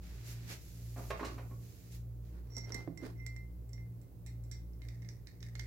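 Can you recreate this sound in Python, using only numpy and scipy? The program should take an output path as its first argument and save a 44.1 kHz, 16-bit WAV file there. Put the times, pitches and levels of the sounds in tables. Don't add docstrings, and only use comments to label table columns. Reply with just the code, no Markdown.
import sys
import numpy as np
from scipy import signal
from scipy.fft import rfft, irfft
from scipy.io import wavfile
from scipy.ndimage import uniform_filter1d

SR = 44100
rng = np.random.default_rng(int(sys.argv[2]) if len(sys.argv) > 2 else 0)


def output_pcm(signal):
    pcm = np.clip(np.atleast_2d(signal).T, -1, 1) * 32767
    wavfile.write(sys.argv[1], SR, np.round(pcm).astype(np.int16))


N = 249606
TIME = np.arange(N) / SR


def from_db(db):
    return 10 ** (np.asarray(db) / 20)


def unit_rms(x):
    return x / np.sqrt(np.mean(x ** 2) + 1e-20)


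def at_time(rows, times=TIME):
    known_s, *columns = np.transpose(rows)
    return [np.interp(times, known_s, column) for column in columns]


def at_hz(points, hz):
    known_hz, values = np.transpose(points)
    return np.interp(np.log(np.maximum(hz, 1)), np.log(known_hz), values)


def tilted(colour, db_per_octave):
    return [(hz, db + db_per_octave * np.log2(hz / 1000)) for hz, db in colour]


def add(track, start_s, sound):
    start = round(start_s * SR)
    track[..., start:start + sound.shape[-1]] += sound[..., :N - start]


def panned(x, pan_db):
    gains = from_db(np.array([[pan_db], [-pan_db]]) / 2)
    return x * unit_rms(gains)


def stroke(start_s, length_s, attack_s, release_s):
    early_s = np.maximum(start_s - TIME, 0)
    late_s = np.maximum(TIME - start_s - length_s, 0)
    return np.exp(-np.minimum(early_s / attack_s + late_s / release_s, 20))


def power_sum(envelopes):
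    return np.sqrt(sum(envelope ** 2 for envelope in envelopes))


# frequency_hz, left_right_correlation
STEREO_CORRELATION = [(60, 0.48), (150, 0.82), (300, 0.67), (600, 0.36), (1200, 0), (16000, 0)]

def diffuse_noise(colour, size=N):
    hz = np.arange(size // 2 + 1) * SR / size
    mid, side = rfft(rng.standard_normal((2, size)))
    correlation = at_hz(STEREO_CORRELATION, hz)
    stereo = np.sqrt(1 + correlation) * mid + np.sqrt(1 - correlation) * side * [[1], [-1]]
    return unit_rms(irfft(stereo * from_db(at_hz(colour, hz)), size))


# slow_motor_hz, fast_motor_hz
MOTOR_HZ = (57.97, 58.83)
# harmonic_number, slow_motor_db, fast_motor_db, beat_peak_s
HUM_HARMONICS = [(1, -54.5, -52, 1.136), (2, -51, -52.5, .349), (3, -67.5, -63.5, .41)]
# frequency_hz, density_db
FAN_COLOUR = [(25, -23), (40, -24), (52, 11), (82, 4), (105, 5), (200, -10.5), (300, -6.5), (480, -14),
              (800, -24.5), (1600, -34), (3000, -37), (9000, -39), (13000, -33), (15700, -29.5)]

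def air_conditioner(fan_db=-54.5, hum_pan_db=-1.0, fan_pan_db=-2.5):
    hum = 0
    for harmonic, slow_db, fast_db, beat_peak_s in HUM_HARMONICS:
        shared_phase = rng.uniform(0, 2 * np.pi)
        for motor_hz, level_db in zip(MOTOR_HZ, (slow_db, fast_db)):
            phase = 2 * np.pi * harmonic * motor_hz * (TIME - beat_peak_s) + shared_phase
            hum = hum + np.sqrt(2) * from_db(level_db) * np.sin(phase)
    fan = from_db(fan_db) * diffuse_noise(FAN_COLOUR)
    return panned(hum, hum_pan_db) + panned(fan, fan_pan_db)


def rubbing(colour, grain_db, grain_samples=150):
    catches = unit_rms(uniform_filter1d(rng.standard_normal(N), size=grain_samples))
    return from_db(grain_db * catches) * diffuse_noise(colour)


# frequency_hz, density_db
CLOTH_COLOUR = [(200, 5.5), (1000, -3.5), (2000, 3.5), (4500, 2), (7300, 1), (8300, -6), (10000, -5.5),
                (12000, -0.5), (15500, -8)]
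# start_s, length_s, level_db, tilt_db_per_octave
RUSTLES = [(0.041, 0.41, -60, -1.5), (0.273, 0.049, -52.5, 1), (0.506, 0.018, -45, -1),
           (0.616, 0.33, -61, 2.5), (0.98, 0.13, -57.5, 3), (1.177, 0.17, -60, -1),
           (1.384, 0.35, -67.5, 4.5), (1.63, 0.25, -65, 1.5), (1.926, 0.03, -58, 2),
           (2.252, 0.048, -71.5, -1)]

def clothes(attack_s=0.025, release_s=0.037, pan_db=-2.0):
    out = 0
    for start_s, length_s, level_db, tilt in RUSTLES:
        envelope = from_db(level_db) * stroke(start_s, length_s, attack_s, release_s)
        out = out + envelope * rubbing(tilted(CLOTH_COLOUR, tilt), grain_db=0.7)
    return panned(out, pan_db)


def detuned(modes, spread):
    hz, db, t60_s = np.transpose(modes)
    return np.transpose([hz * (1 + spread * rng.standard_normal(len(hz))), db, t60_s])


def ringing(modes, colour, decay_scale=1, scatter_db=5.5, size=SR // 3):
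    t = np.arange(size) / SR
    hz, db, t60_s = np.transpose(modes)
    strengths = from_db(db + at_hz(colour, hz) + scatter_db * rng.standard_normal(len(hz)))
    polarities = rng.choice([-1, 1], len(hz))
    decay = np.exp(-np.log(1000) * t / (t60_s[:, None] * max(decay_scale, 0.05)))
    return (strengths * polarities) @ (np.sin(2 * np.pi * hz[:, None] * t) * decay)


def contact_noise(colour, contact_s, size=SR // 3):
    t = np.arange(size) / SR
    hz = np.arange(size // 2 + 1) * SR / size
    noise = irfft(rfft(rng.standard_normal(size)) * from_db(at_hz(colour, hz)), size)
    return noise * np.exp(-t / contact_s) * (1 - np.exp(-4 * t / contact_s))


# bass_hz, middle_hz, presence_hz, treble_hz
BLOW_BANDS_HZ = (270, 900, 2300, 5500)

def dull_blows(blows, modes, ring_db, scuff_db, scuff_tilt, arch_db, detune):
    out = np.zeros(N)
    mid_arch = [(hz, -arch_db * np.log2(hz / 1000) ** 2) for hz in BLOW_BANDS_HZ]
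    for start_s, level_db, tilt, contact_s in blows:
        colour = tilted(mid_arch, tilt)
        hardness = 1 / np.hypot(1, contact_s / 0.019)
        ring = hardness * ringing(detuned(modes, detune), colour)
        add(out, start_s, from_db(level_db + ring_db) * ring)
        bands = tilted(colour, scuff_tilt)
        scuff_colour = [(90, bands[0][1] - 22), *bands, (14000, bands[-1][1] - 17)]
        add(out, start_s, from_db(level_db + scuff_db) * contact_noise(scuff_colour, contact_s))
    return out


# pitch_hz, level_db, t60_s
CHAIR_MODES = [(245, -7, .1), (320, -3, .08), (400, -5, .05), (470, -8, .07), (522, -7, .13),
               (563, -4, .14), (650, -9, .04), (900, -11, .04), (1054, -6, .05), (1104, -1, .11),
               (1195, -7, .06), (1330, -8, .04), (1750, -11, .025), (2050, -6, .03), (2401, -6, .045),
               (2690, -10, .035), (4113, -7, .035)]
# start_s, relative_level_db, tilt_db_per_octave, contact_s
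CHAIR_KNOCKS = [(.960, -44.5, -5.5, 0.035), (1.104, -30, -.5, 0.0074), (1.193, -39, -2, 0.019),
                (1.210, -52, -15.5, 0.005), (1.229, -36, -3.5, 0.0095), (1.246, -46, 6.5, .017),
                (1.379, -43.5, -2, 0.014), (1.510, -53, -7, 0.01)]

def chair(room, direct_db=-2, room_db=-5, pan_db=-2.5):
    knocks = dull_blows(CHAIR_KNOCKS, CHAIR_MODES, ring_db=-6.5, scuff_db=12.0,
                        scuff_tilt=-2.5, arch_db=2.0, detune=0.027)
    return panned(from_db(direct_db) * knocks + from_db(room_db) * reverb(knocks, room), pan_db)


# frequency_hz, t60_s
ROOM_DECAY = [(150, 0.58), (1000, 0.37), (3000, 0.35), (6000, 0.25), (14000, 0.06)]

def room_response(predelay_s, size=SR // 2):
    t = np.arange(size) / SR
    hz = np.arange(size // 2 + 1) * SR / size
    white = rfft(diffuse_noise([(1, 0), (SR, 0)], size=size))
    log_centres = np.log([centre_hz for centre_hz, _ in ROOM_DECAY])
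    tail = 0
    for band_weights, (_, t60_s) in zip(np.eye(len(log_centres)), ROOM_DECAY):
        band = irfft(white * np.interp(np.log(hz + 1), log_centres, band_weights), size)
        tail = tail + band * from_db(-60 * t / t60_s)
    fade_in = np.clip(t / predelay_s - 1, 0, 1)
    return unit_rms(tail * fade_in) / np.sqrt(size)


def reverb(x, room):
    return signal.fftconvolve(np.atleast_2d(x), room, axes=1)[:, :N]


# frequency_hz, density_db
SLIDE_COLOUR = [(100, -9), (200, -7), (380, -4.5), (550, -13.5), (900, -16.5), (1400, -20), (1900, -21),
                (2600, -28.5), (4800, -27.5), (8000, -37), (15000, -40)]
# start_s, length_s, level_db
MUG_SLIDES = [(2.346, 0.034, -61.5), (2.456, 0.18, -66), (2.67, .15, -55), (2.755, 0.021, -51),
              (3.045, 0.017, -47.5)]

def mug_slides(attack_s=0.024, release_s=0.042, pan_db=-6):
    envelope = power_sum(from_db(level_db) * stroke(start_s, length_s, attack_s, release_s)
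                         for start_s, length_s, level_db in MUG_SLIDES)
    return panned(envelope * rubbing(SLIDE_COLOUR, grain_db=2.0), pan_db)


# pitch_hz, level_db, t60_s
MUG_MODES = [(1930, -1.5, 0.045), (2150, -7, 0.041), (2080, 2.5, 0.28), (2024, -11, 0.16),
             (2340, -22, 0.051), (3920, -12, 0.088), (4240, 0, 0.027), (4760, -6, 0.042),
             (5425, 1.5, 0.047), (5550, -4, 0.14), (5626, 2, 0.083), (5620, -0.5, 0.02), (5840, -3, 0.039),
             (6400, -14, 0.044), (6970, -14, 0.13), (7450, 2, 0.041), (8160, -8, 0.069), (9600, -21, 0.093),
             (11100, -16, 0.073)]
# start_s, length_s, low_ring_db, bright_ring_db
SPOON_DRAGS = [(2.52, 0.051, -74, -63), (2.589, 0.061, -56, -54), (3.19, 0.031, -55.5, -77)]

def spoon_drags(slips_per_s=500, attack_s=0.015, release_s=0.011, pan_db=-9):
    slips = (rng.random(N) < slips_per_s / SR) * rng.standard_normal(N)
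    low_colour = [(1950, -21), (2080, 4), (2400, -14), (3500, -40)]
    bright_colour = [(2400, -35), (3800, -8), (4900, -8), (5550, -2), (5800, 2), (6500, -11), (9000, -14)]
    low_body = ringing(MUG_MODES, low_colour, decay_scale=0.74)
    bright_body = ringing(MUG_MODES, bright_colour, decay_scale=0.55)
    low, bright = [unit_rms(signal.fftconvolve(slips, body)[:N]) for body in (low_body, bright_body)]
    out = 0
    for start_s, length_s, low_db, bright_db in SPOON_DRAGS:
        ring = from_db(low_db) * low + from_db(bright_db) * bright
        out = out + stroke(start_s, length_s, attack_s, release_s) * ring
    return panned(out, pan_db)


# low_ring_hz, dry_tick_hz, bright_ring_hz, top_hz
CLINK_BANDS_HZ = (2083, 4000, 5600, 7800)
# time_s, reverb_send_db, decay_scale
MUG_LIFT = [(2.5, -10, 0.75), (3.3, -7.5, 0.88), (3.75, -5.5, 0.75), (4.3, 2, 0.41), (4.55, 0, 0.63),
            (4.85, -5.5, 0.27), (5.6, -7.5, 0.22)]
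# start_s, relative_level_db, tilt_db_per_octave, bright_ring_db
SPOON_CLINKS = [(2.5666, -54.5, 7, 14.5), (2.5814, -51, 1.5, 6), (2.7217, -54.5, -5, 14),
                (2.7442, -41.5, -0.5, -1), (2.9746, -53.5, -2, 0), (3.264, -46.5, 0.5, -9.5),
                (3.3633, -55.5, -3.5, -7.5), (3.692, -70.5, 7, -9), (3.7323, -61, 2, 4.5),
                (3.7798, -69, -11, 0), (4.0148, -70.5, 7, -10), (4.263, -56.5, 4.5, -5.5),
                (4.438, -71, 9, -5), (4.5137, -54.5, 5, 5), (4.7335, -80, -2, 14), (4.8187, -61.5, -6, -3),
                (4.8862, -57.5, -0.5, 5), (5.0212, -69.5, -11, 15), (5.0474, -68.5, -10, 5),
                (5.0889, -62, -0.5, 18), (5.271, -59, 0, 10.5), (5.405, -68.5, 1, 11),
                (5.4277, -54.5, -2.5, 13.5), (5.5533, -51, -5.5, 4), (5.595, -44.5, -5.5, 8.5)]

def spoon_clinks(tick_db=14, contact_s=0.0018, slosh_detune=0.04, damped_db=-7,
                 free_tick_db=-8.0, grip_tick_db=19, pan_db=-12):
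    out = np.zeros(N)
    octaves = np.log2(np.array(CLINK_BANDS_HZ) / CLINK_BANDS_HZ[1])
    for start_s, level_db, tilt, spot_db in SPOON_CLINKS:
        _, decay_scale = at_time(MUG_LIFT, start_s)
        damping = 1 - decay_scale
        band_db = tilt * octaves + [0, free_tick_db + grip_tick_db * damping, spot_db, 0]
        modes = detuned(MUG_MODES, slosh_detune * damping ** 3)
        ring = ringing(modes, list(zip(CLINK_BANDS_HZ, band_db)), decay_scale, scatter_db=-0.5)
        _, dry_db, bright_db, top_db = band_db
        tick_colour = [(400, dry_db - 14), (1200, dry_db - 10), (1850, dry_db + 2), (2400, dry_db - 1),
                       (3000, dry_db - 8), (3600, dry_db + 1), (5600, (dry_db + bright_db) / 2 - 1),
                       (8000, top_db - 3), (10000, top_db - 8), (15000, top_db - 13)]
        tick = contact_noise(tick_colour, contact_s)
        clink = from_db(damped_db * damping) * ring + from_db(tick_db) * tick
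        add(out, start_s, from_db(level_db) * clink)
    return panned(out, pan_db)


def spoon_in_mug(room, left_delay_s=0.00014, room_pan_db=-2.0):
    close = spoon_clinks() + spoon_drags()
    send_db, _ = at_time(MUG_LIFT)
    wet = reverb(close.mean(axis=0) * from_db(send_db), room)
    direct = np.array([np.interp(TIME - left_delay_s, TIME, close[0]), close[1]])
    return direct + panned(wet, room_pan_db)


# pitch_hz, level_db, t60_s
TABLE_MODES = [(161.5, -6, 0.2), (270.6, -4, 0.14), (330, 4.5, 0.052), (402, -7, 0.095), (520, -16, .016),
               (710, -2.5, 0.022), (1480, -18, 0.082)]
# start_s, relative_level_db, tilt_db_per_octave, contact_s
MUG_BUMPS = [(2.567, -55, -4, 0.019), (2.693, -51.5, 10.5, .0032), (2.704, -45.5, 6, .0022),
             (2.876, -42, -7.5, 0.0029), (3.024, -60.5, -11.5, 0.023)]

def mug_bumps(room, room_db=-10, pan_db=-8):
    bumps = dull_blows(MUG_BUMPS, TABLE_MODES, ring_db=-1, scuff_db=11.0,
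                       scuff_tilt=-8.5, arch_db=1.48, detune=0.0085)
    return panned(bumps + from_db(room_db) * reverb(bumps, room), pan_db)


# frequency_hz, density_db
GLIDE_COLOUR = [(300, 0), (1200, -26), (1800, 10), (2150, 8.5), (2500, -8), (3000, -47), (3800, -17),
                (4700, -2.5), (5550, -2), (6500, -5), (8000, -7.5), (12000, -20)]

def spoon_glides(stir_from_s=4.8, length_s=0.017, attack_s=0.0054, release_s=0.073,
                 glide_db=-68, reference_tap_db=-59.5, tap_follow=0.54, pan_db=-1.0):
    glides = []
    for start_s, tap_db, *_ in SPOON_CLINKS:
        if start_s > stir_from_s:
            level_db = glide_db + tap_follow * (tap_db - reference_tap_db)
            glides.append(from_db(level_db) * stroke(start_s, length_s, attack_s, release_s))
    return panned(power_sum(glides) * rubbing(GLIDE_COLOUR, grain_db=4.0), pan_db)


def scene():
    room = room_response(predelay_s=0.0025)
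    return (air_conditioner() + clothes() + chair(room)
            + mug_bumps(room) + mug_slides() + spoon_in_mug(room) + spoon_glides())


def record(dry, dip_hz=3210, dip_width_hz=1300, dip_db=-3.3, cutoff_hz=15900):
    presence = signal.lfilter(*signal.iirpeak(dip_hz, dip_hz / dip_width_hz, fs=SR), dry)
    dipped = dry + (from_db(dip_db) - 1) * presence
    high_cut = signal.ellip(12, 0.1, 80, cutoff_hz, fs=SR, output="sos")
    return signal.sosfilt(high_cut, dipped)


dry = scene()
out = record(dry)
output_pcm(out)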